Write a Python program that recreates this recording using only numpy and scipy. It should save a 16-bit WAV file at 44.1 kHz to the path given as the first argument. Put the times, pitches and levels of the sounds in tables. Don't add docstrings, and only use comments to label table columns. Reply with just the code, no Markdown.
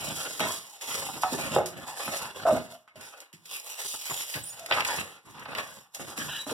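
import sys
import numpy as np
from scipy import signal
from scipy.fft import rfft, irfft, next_fast_len
from scipy.io import wavfile
from scipy.ndimage import map_coordinates

SR = 44100
rng = np.random.default_rng(int(sys.argv[2]) if len(sys.argv) > 2 else 0)


def output_pcm(signal):
    pcm = np.clip(np.atleast_2d(signal).T, -1, 1) * 32767
    wavfile.write(sys.argv[1], SR, np.round(pcm).astype(np.int16))


N = 287953
TIME = np.arange(N) / SR
SIZE = 2 * next_fast_len(N // 2 + SR // 2)
FREQS = np.arange(SIZE // 2 + 1) * SR / SIZE

# frequency in Hz, relative density in dB per Hz.
HISS = [(700, -60), (2500, -6), (4000, 0.5), (5000, 0.5), (7200, 2), (9000, -0.5), (10500, 0.5),
        (12500, -5), (14500, -11.5), (16000, -17)]
# frequency in Hz, relative density in dB per Hz.
CRUNCH = [(150, -62), (700, -2), (1400, 0), (2000, 15.5), (2700, 12.5), (3700, 5.5), (4500, 4.5),
          (9000, -43)]
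# frequency in Hz, relative density in dB per Hz.
DRUM = [(50, -34.5), (150, -16), (300, -12), (450, 2), (680, 4), (900, 3), (1300, 0.5), (1700, 1),
        (2400, -16), (6000, -46.5)]


def rubbing():
    # frequency in Hz, relative density in dB per Hz.
    rumble_colour = [(40, -11), (70, -5.5), (115, 1.5), (180, 4.5), (280, 0.5), (400, -6), (900, -73.5)]
    hiss_gain, crunch_gain, panel_gain, table_gain = contact_levels()
    fine = slips(per_s=18000, spread_db=-3.5, clump_db=2.0, clump_rate=90)
    fine = roaming(fine, depth_db=3.0, change_rate=16, width_hz=242.6)
    coarse = slips(per_s=6000, spread_db=-0.9, clump_db=2.0, clump_rate=80)
    coarse = roaming(coarse, depth_db=5.0, change_rate=14, width_hz=134.4)
    hiss = hiss_gain * rms_one(colour(fine, HISS))
    crunch = crunch_gain * rms_one(colour(coarse, CRUNCH))
    drum = panel_gain * rms_one(colour(coarse, DRUM))
    rumble = table_gain * rms_one(colour(coarse, rumble_colour))
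    return hiss + crunch + drum + rumble


def contact_levels():
    # start in seconds, length in seconds, hiss in dB, panel in dB, table in dB.
    slides = [(0, 0.12, -42, -42.5, -46.5), (.15, 0.12, -39, -41.5, -53), (.3, 0.099, -44, -47, -59),
              (.401, 0.051, -39.5, -34.5, -39), (.47, 0.084, -37.5, -42.5, -58.5),
              (.61, 0.15, -53.5, -57, -77), (.81, 0.054, -42.5, -47, -75), (.88, .14, -39, -40, -54),
              (1.05, 0.042, -41.5, -47, -53), (1.13, 0.048, -45, -46, -52), (1.21, 0.12, -42.5, -49.5, -63),
              (1.31, 0.034, -39.5, -44.5, -41), (1.37, 0.11, -42.5, -38.5, -44),
              (1.51, 0.057, -43.5, -38, -39), (1.6, 0.13, -65, -51.5, -53),
              (1.76, 0.069, -55.5, -47.5, -48.5), (1.872, 0.022, -43.5, -40.5, -53),
              (1.965, 0.12, -42.5, -41, -62), (2.07, 0.018, -57, -39.5, -40),
              (2.12, 0.051, -36.5, -38, -65), (2.21, 0.072, -50, -42.5, -56),
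              (2.35, 0.074, -50.5, -42, -48), (2.46, .12, -46.5, -41, -44.5), (2.62, 0.043, -55, -57, -64),
              (2.705, 0.0068, -50.5, -48.5, -81), (2.96, 0.019, -68, -57, -52),
              (3, 0.089, -53, -50.5, -66.5), (3.11, 0.12, -62, -54.5, -81), (4.52, 0.15, -53, -53.5, -66.5),
              (4.69, .015, -49, -40, -66), (4.72, 0.086, -45, -30.5, -46), (4.858, 0.063, -40, -33, -54),
              (4.93, 0.069, -40, -40, -49.5), (5.05, 0.097, -57, -52, -69)]
    # start in seconds, length in seconds, hiss in dB, panel in dB, table in dB.
    scrapes = [(5.25, 0.08, -60.5, -57, -55.5), (5.343, 0.1, -62.5, -52, -55),
               (5.48, 0.053, -56.5, -44, -55), (5.573, 0.028, -44.5, -35.5, -47),
               (5.66, 0.13, -54, -52, -59.5), (5.944, 0.011, -48, -51.5, -68),
               (5.995, 0.029, -44, -45.5, -40), (6.07, 0.032, -45, -42, -47.5),
               (6.17, 0.045, -40, -40.5, -49), (6.24, 0.052, -44.5, -42.5, -44),
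               (6.32, 0.1, -47, -52.5, -61), (6.469, 0.075, -44, -40.5, -51)]
    # start in seconds, length in seconds, panel level in dB.
    shoves = [(1.08, 0.035, -37.5), (1.171, 0.016, -37), (1.323, 0.05, -34), (3.843, 0.027, -43),
              (3.933, 0.033, -43.5), (4.092, 0.048, -40.5), (4.345, 0.06, -39), (5.542, 0.045, -43.5)]
    panel_share = 0.77
    shove_attack_s, shove_table_db = 0.01, -7
    levels, shapes = [], []
    for rows, crunch_db, attack_s in [(slides, -1, 0.01), (scrapes, -2, 0.0074)]:
        for s, length, hiss, panel, table in rows:
            crunch = hiss + panel_share * (panel - hiss) + crunch_db
            levels.append([hiss, crunch, panel, table])
            shapes.append(stroke(s, length, attack_s))
    for s, length, panel in shoves:
        levels.append([-np.inf, -np.inf, panel, panel + shove_table_db])
        rise = np.clip((TIME - s) / shove_attack_s, 0, 1)
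        fall = np.clip(2 * (s + length - TIME) / length, 0, 1)
        shapes.append(rise * fall)
    return np.sqrt(from_db(levels).T ** 2 @ np.square(shapes))


def cutting():
    # start in seconds, length in seconds, rasp in dB, crunch in dB.
    cuts = [(3.501, 0.062, -41, -45.5), (3.654, 0.067, -42.5, -48.5), (3.774, 0.044, -39.5, -45),
            (3.834, 0.12, -39.5, -56), (3.99, 0.027, -41.5, -51.5), (4.04, 0.026, -38.5, -50),
            (4.083, 0.14, -39, -46), (4.271, 0.099, -40, -50), (4.396, 0.095, -50, -56)]
    # frequency in Hz, relative density in dB per Hz.
    rasp_colour = [(900, -61), (2600, 2.5), (4000, 7.5), (5500, 4), (7500, 5), (10500, 5.5), (13000, 1),
                   (16000, -9)]
    panel_db = -2.5
    powers = np.square([stroke(s, length, attack_s=0.024) for s, length, _, _ in cuts])
    rasp_gain, crunch_gain = np.sqrt(from_db([row[2:] for row in cuts]).T ** 2 @ powers)
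    bursts = slips(per_s=14000, spread_db=-0.5, clump_db=1.5, clump_rate=300)
    bursts = roaming(bursts, depth_db=3.5, change_rate=14, width_hz=302)
    rasp = rms_one(colour(bursts, rasp_colour))
    body = rms_one(colour(bursts, CRUNCH)) + from_db(panel_db) * rms_one(colour(bursts, DRUM))
    return rasp_gain * rasp + crunch_gain * body


def snaps():
    # start in seconds, crunch in dB, hiss in dB, time to fall by 60 dB in seconds.
    clusters = [(0.395, -30, -33, 0.025), (0.403, -27.5, -32.5, 0.063), (1.231, -30.5, -42, 0.061),
                (1.548, -41, -28, 0.024), (0.811, -43, -46, 0.12), (1.659, -42.5, -36, 0.18),
                (2.877, -57.5, -70, 0.15), (2.957, -51.5, -56.5, 0.2), (3.01, -53, -48, 0.065),
                (3.203, -50, -44, 0.056), (3.329, -52, -52, 0.18), (3.456, -51, -45, 0.066),
                (3.599, -59, -35.5, 0.017), (4.099, -36.5, -45, 0.074), (4.209, -29, -42, 0.016),
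                (4.339, -35, -54, 0.19), (4.595, -46, -38, 0.021), (4.661, -34.5, -36.5, 0.037),
                (4.711, -23.5, -56, 0.046), (4.722, -23, -60, 0.13), (4.806, -21.5, -37, 0.028),
                (4.8487, -23, -30.5, 0.045), (5.395, -55, -46, 0.045), (5.454, -42, -69, 0.08),
                (5.55, -34, -51, 0.11), (5.583, -31, -48, 0.076), (5.947, -45, -37.5, 0.095),
                (6.177, -39, -41, 0.14)]
    crunch_gain, hiss_gain, t = np.zeros(N), np.zeros(N), TIME[:SR // 4]
    for s, crunch_db, hiss_db, t60 in clusters:
        fade = from_db(-60 * t / t60)
        add(crunch_gain, s, from_db(crunch_db) * fade)
        add(hiss_gain, s, from_db(hiss_db) * fade)
    burst = slips(per_s=20000, spread_db=1.0, clump_db=1.2, clump_rate=700)
    crunch = crunch_gain * rms_one(colour(burst, CRUNCH))
    hiss = hiss_gain * rms_one(colour(burst, HISS))
    return crunch + hiss


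def slips(per_s, spread_db, clump_db, clump_rate):
    born = rng.random(N) < per_s / SR
    uneven_db = spread_db * np.minimum(rng.exponential(1, N), 4)
    sizes = from_db(uneven_db + clump_db * drift(clump_rate))
    return born * sizes * rng.standard_normal((2, N))


def roaming(x, depth_db, change_rate, width_hz):
    hz, s, frames = signal.stft(x, SR, nperseg=512)
    field = rng.standard_normal((len(hz), len(s)))
    places = np.meshgrid(hz / width_hz, s * change_rate, indexing="ij")
    peaks = map_coordinates(field, places, order=1, mode="wrap")
    return signal.istft(frames * from_db(depth_db * peaks), SR)[1][:, :N]


def stroke(s, length, attack_s):
    swell_db = 7 * np.clip(1 - (TIME - s) / attack_s, 0, 20)
    release_db_per_s = 236
    return from_db(-swell_db - release_db_per_s * np.clip(TIME - s - length, 0, 1))


def knocks():
    # start in seconds, level in dB, favoured pitch in Hz, spread in octaves.
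    blows = [(0.3966, -27, 1070, 0.36), (.405, -18.5, 840, 1.25), (.4095, -23.5, 726, 0.71),
             (1.2345, -13, 924, 0.37), (1.2398, -20.5, 1100, 0.33), (1.248, -18, 744, 0.048),
             (1.386, -26, 780, 0.49), (1.562, -12.5, 884, 0.47), (1.5644, -11, 505, 0.6),
             (1.585, -18.5, 920, 0.55), (2.079, -22.5, 1000, 0.71), (2.453, -21, 720, 0.6),
             (2.466, -18, 980, 0.56), (2.486, -21.5, 1010, 0.18), (2.526, -19.5, 463, 1.1),
             (2.878, -43.5, 1300, 0.5), (2.957, -43.5, 620, 0.059), (4.713, -16, 1137, 0.57),
             (4.722, -17.5, 1010, 1), (4.775, -21, 1180, 0.34), (4.785, -21.5, 1210, 0.25),
             (5.459, -30.5, 1090, 0.6), (5.996, -31, 650, 1.23), (6.466, -32.5, 700, 1.1),
             (6.517, -30.5, 446, 0.18)]
    # frequency in Hz, relative level in dB, time to fall by 60 dB in seconds.
    panel_modes = [(262, 8.5, 0.06), (361, 1, 0.11), (468.6, -8, 0.17), (546, -2.5, 0.066),
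                   (627.4, -4, 0.11), (705, 5, 0.029), (737, -2.5, 0.071), (835, -5.5, 0.071),
                   (910, -10, 0.042), (1092, -7.5, 0.021), (1264, 2, 0.025), (1507, -2.5, 0.034),
                   (2164, 17, 0.05)]
    out, t = np.zeros(N), TIME[:SR // 3]
    hz, mode_db, t60 = np.transpose(panel_modes)
    rings = np.sin(2 * np.pi * hz[:, None] * t) * from_db(-60 * t / t60[:, None])
    signs = (-1) ** (np.arange(len(hz)) // 3)
    for s, db, pitch, spread in blows:
        strength = from_db(mode_db + 1.5 * rng.standard_normal(len(hz)))
        favour = 1 / (1 + (np.log2(hz / pitch) / spread) ** 4)
        weight = signs * strength * favour
        add(out, s, from_db(db) * weight @ rings / np.linalg.norm(weight))
    return out


def thumps(t60=0.13):
    # start in seconds, level in dB, pitch in Hz.
    bumps = [(0.11, -38, 148), (0.414, -32.5, 196), (1.323, -24.5, 248), (1.57, -28.5, 135),
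             (2.533, -19, 254.5), (2.536, -29, 120), (2.605, -53, 207), (3.336, -44, 164),
             (4.359, -31, 118.6), (4.731, -38, 124), (6.183, -33, 231), (6.468, -32.5, 280),
             (6.518, -29.5, 275)]
    out, t = np.zeros(N), TIME[:SR // 3]
    for s, db, hz in bumps:
        modes = np.zeros(len(t))
        for ratio, gain in [(.66, 0.15), (1, -0.66), (1.42, 0.28), (2.1, 0.49)]:
            fade = np.exp(-np.log(1000) * t * ratio / t60)
            modes += gain * np.sin(2 * np.pi * hz * ratio * t) * fade
        add(out, s, from_db(db) * modes)
    return out


def groans():
    # start in seconds, length in seconds, start slip rate in Hz, end slip rate in Hz,
    # level in dB, pitch scatter as a share.
    calls = [(1.58, 0.04, 639.5, 680, -24, 0.257), (2.452, 0.091, 659.8, 634, -18, 0.089),
             (2.545, 0.043, 652, 648, -26.5, 0.13), (2.719, 0.058, 662, 660, -47, 0.05),
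             (4.599, 0.074, 678, 637, -43.5, 0.066), (6.28, 0.13, 2830, 2895, -38, 0.094),
             (6.285, 0.135, 1604, 1708, -40.5, 0.1), (6.29, 0.1, 3850, 3890, -41.5, 0.032),
             (6.385, 0.048, 3870, 3880, -33, 0.014)]
    partials_db = [-0.5, -19.5]
    return stick_slip(calls, partials_db)


def squeaks():
    # start in seconds, length in seconds, start slip rate in Hz, end slip rate in Hz,
    # level in dB, pitch scatter as a share.
    calls = [(4.096, 0.028, 3690, 3500, -34.5, 0.012), (4.125, 0.13, 3500, 3610, -43.5, 0.021),
             (4.185, 0.06, 2680, 2740, -47, 0.016), (4.425, 0.044, 3950, 4920, -42, 0.05),
             (4.457, 0.052, 5130, 4200, -39, 0.022), (4.494, 0.024, 3410, 3440, -44, 0.008)]
    partials_db = [-19, 1.5, -17, -12]
    return stick_slip(calls, partials_db)


def stick_slip(rows, partials_db, attack_s=0.0083, release_share=0.26, waver_share=0.3, flutter_db=2.0):
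    out = np.zeros(N)
    wander = drift(1200) + waver_share * drift(70)
    flutter = flutter_db * drift(200)
    for s, length, start_hz, end_hz, db, scatter in rows:
        t = TIME[:int(length * SR)]
        now = int(s * SR) + np.arange(len(t))
        glide = np.interp(t, [0, length], [start_hz, end_hz])
        phase = 2 * np.pi * np.cumsum(glide * (1 + scatter * wander[now])) / SR
        fades = np.clip(np.minimum(t / attack_s, (1 - t / length) / release_share), 0, 1)
        grip = fades * from_db(db + flutter[now])
        tone = sum(from_db(level) * np.sin(k * phase) for k, level in enumerate(partials_db, 1))
        add(out, s, grip * tone)
    return out


def workshop(x, build_s=0.0028):
    # frequency in Hz, time to fall by 60 dB in seconds.
    room_decay = [(100, 0.44), (650, 0.28), (2500, 0.34), (8000, 0.19), (15000, 0.38)]
    standing_hz = [358.3, 630, 702]
    standing_db, standing_t60_s = -32, 0.48
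    t = TIME[:SR * 3 // 4]
    white, tail = rng.standard_normal((2, 2, len(t))), 0
    edges = np.geomspace(50, 17000, 9)
    for k, (low, high) in enumerate(zip(edges, edges[1:])):
        band_filter = signal.butter(2, [low, high], "band", fs=SR, output="sos")
        band = signal.sosfilt(band_filter, white[k % 2])
        tail = tail + band * np.exp(-np.log(1000) * t / at_hz(room_decay, np.sqrt(low * high)))
    standing = np.sin(2 * np.pi * np.outer(standing_hz, t)).sum(axis=0)
    standing = standing * np.exp(-np.log(1000) * t / standing_t60_s)
    tail = tail + [from_db(standing_db) * standing, np.zeros(len(t))]
    tail = tail * (1 - np.exp(-t / build_s))
    return signal.fftconvolve(x[None], tail / np.linalg.norm(tail[0]), axes=1)[:, :N]


def noise_floor():
    white = rng.standard_normal((2, N))
    spectrum = [(30, -18), (120, -32.5), (1000, 1.5), (12000, -46)]   # Hz, relative dB per Hz
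    return from_db(-74.0) * rms_one(colour(white, spectrum))


def from_db(db):
    return 10 ** (np.asarray(db) / 20)


def rms_one(x):
    return x / np.sqrt(np.mean(x ** 2) + 1e-20)


def at_hz(points, hz):
    f, value = np.transpose(points)
    return np.interp(np.log(hz + 1e-9), np.log(f), value)


def colour(x, spectrum):
    cepstrum = irfft(np.log(from_db(at_hz(spectrum, FREQS))))
    cepstrum[1:SIZE // 2] *= 2
    cepstrum[SIZE // 2 + 1:] = 0
    return irfft(rfft(x, SIZE) * np.exp(rfft(cepstrum)))[..., :N]


def drift(rate):
    knots = rng.standard_normal(N // 8)
    return rms_one(np.interp(TIME * rate, np.arange(len(knots)), knots))


def add(track, s, sound):
    start = max(round(s * SR), 0)
    track[..., start:start + sound.shape[-1]] += sound[..., :N - start]


def scene():
    # frequency in Hz, gain in dB.
    side_width = [(70, -5), (200, -5.5), (650, -8.5), (1100, -4), (1700, -1), (3000, -0.5)]
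    # frequency in Hz, difference in dB.
    right_lift = [(600, 2), (6000, 2.5), (10000, 2.5), (14000, 7)]
    crackle = rubbing() + cutting() + snaps()
    blows = knocks() + thumps()
    groaning, squeaking = groans(), squeaks()
    to_room = from_db(-11.0) * crackle[0] + from_db(-6.0) * blows
    to_room = to_room + from_db(-11) * groaning + from_db(-6) * squeaking
    centred = [blows + groaning + squeaking, np.zeros(N)]
    mid, side = crackle + centred + workshop(to_room) + noise_floor()
    side = colour(side, side_width)
    lift = from_db(at_hz(right_lift, FREQS) / 2)
    return irfft(rfft([mid + side, mid - side], SIZE) * [1 / lift, lift])[:, :N]


def record(dry):
    # frequency in Hz, share in dB.
    crossfeed = [(300, -25), (700, -10), (1100, -2.5), (2000, -1.2), (4400, -1.2), (6500, -4),
                 (9000, -10.5), (14000, -15)]
    port_delay_s, cutoff_hz = .000458, 15900
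    ports = rfft(dry, SIZE)
    share = from_db(at_hz(crossfeed, FREQS))
    opposite = share * np.exp(-2j * np.pi * FREQS * port_delay_s) * ports[::-1]
    wide = (ports - opposite) / np.sqrt(1 + share ** 2)
    bass = signal.butter(3, 58, "high", fs=SR, output="sos")
    top = signal.ellip(12, .1, 90, cutoff_hz, fs=SR, output="sos")
    return signal.sosfilt(np.vstack([bass, top]), irfft(wide)[:, :N])


dry = scene()
out = record(dry)
output_pcm(out)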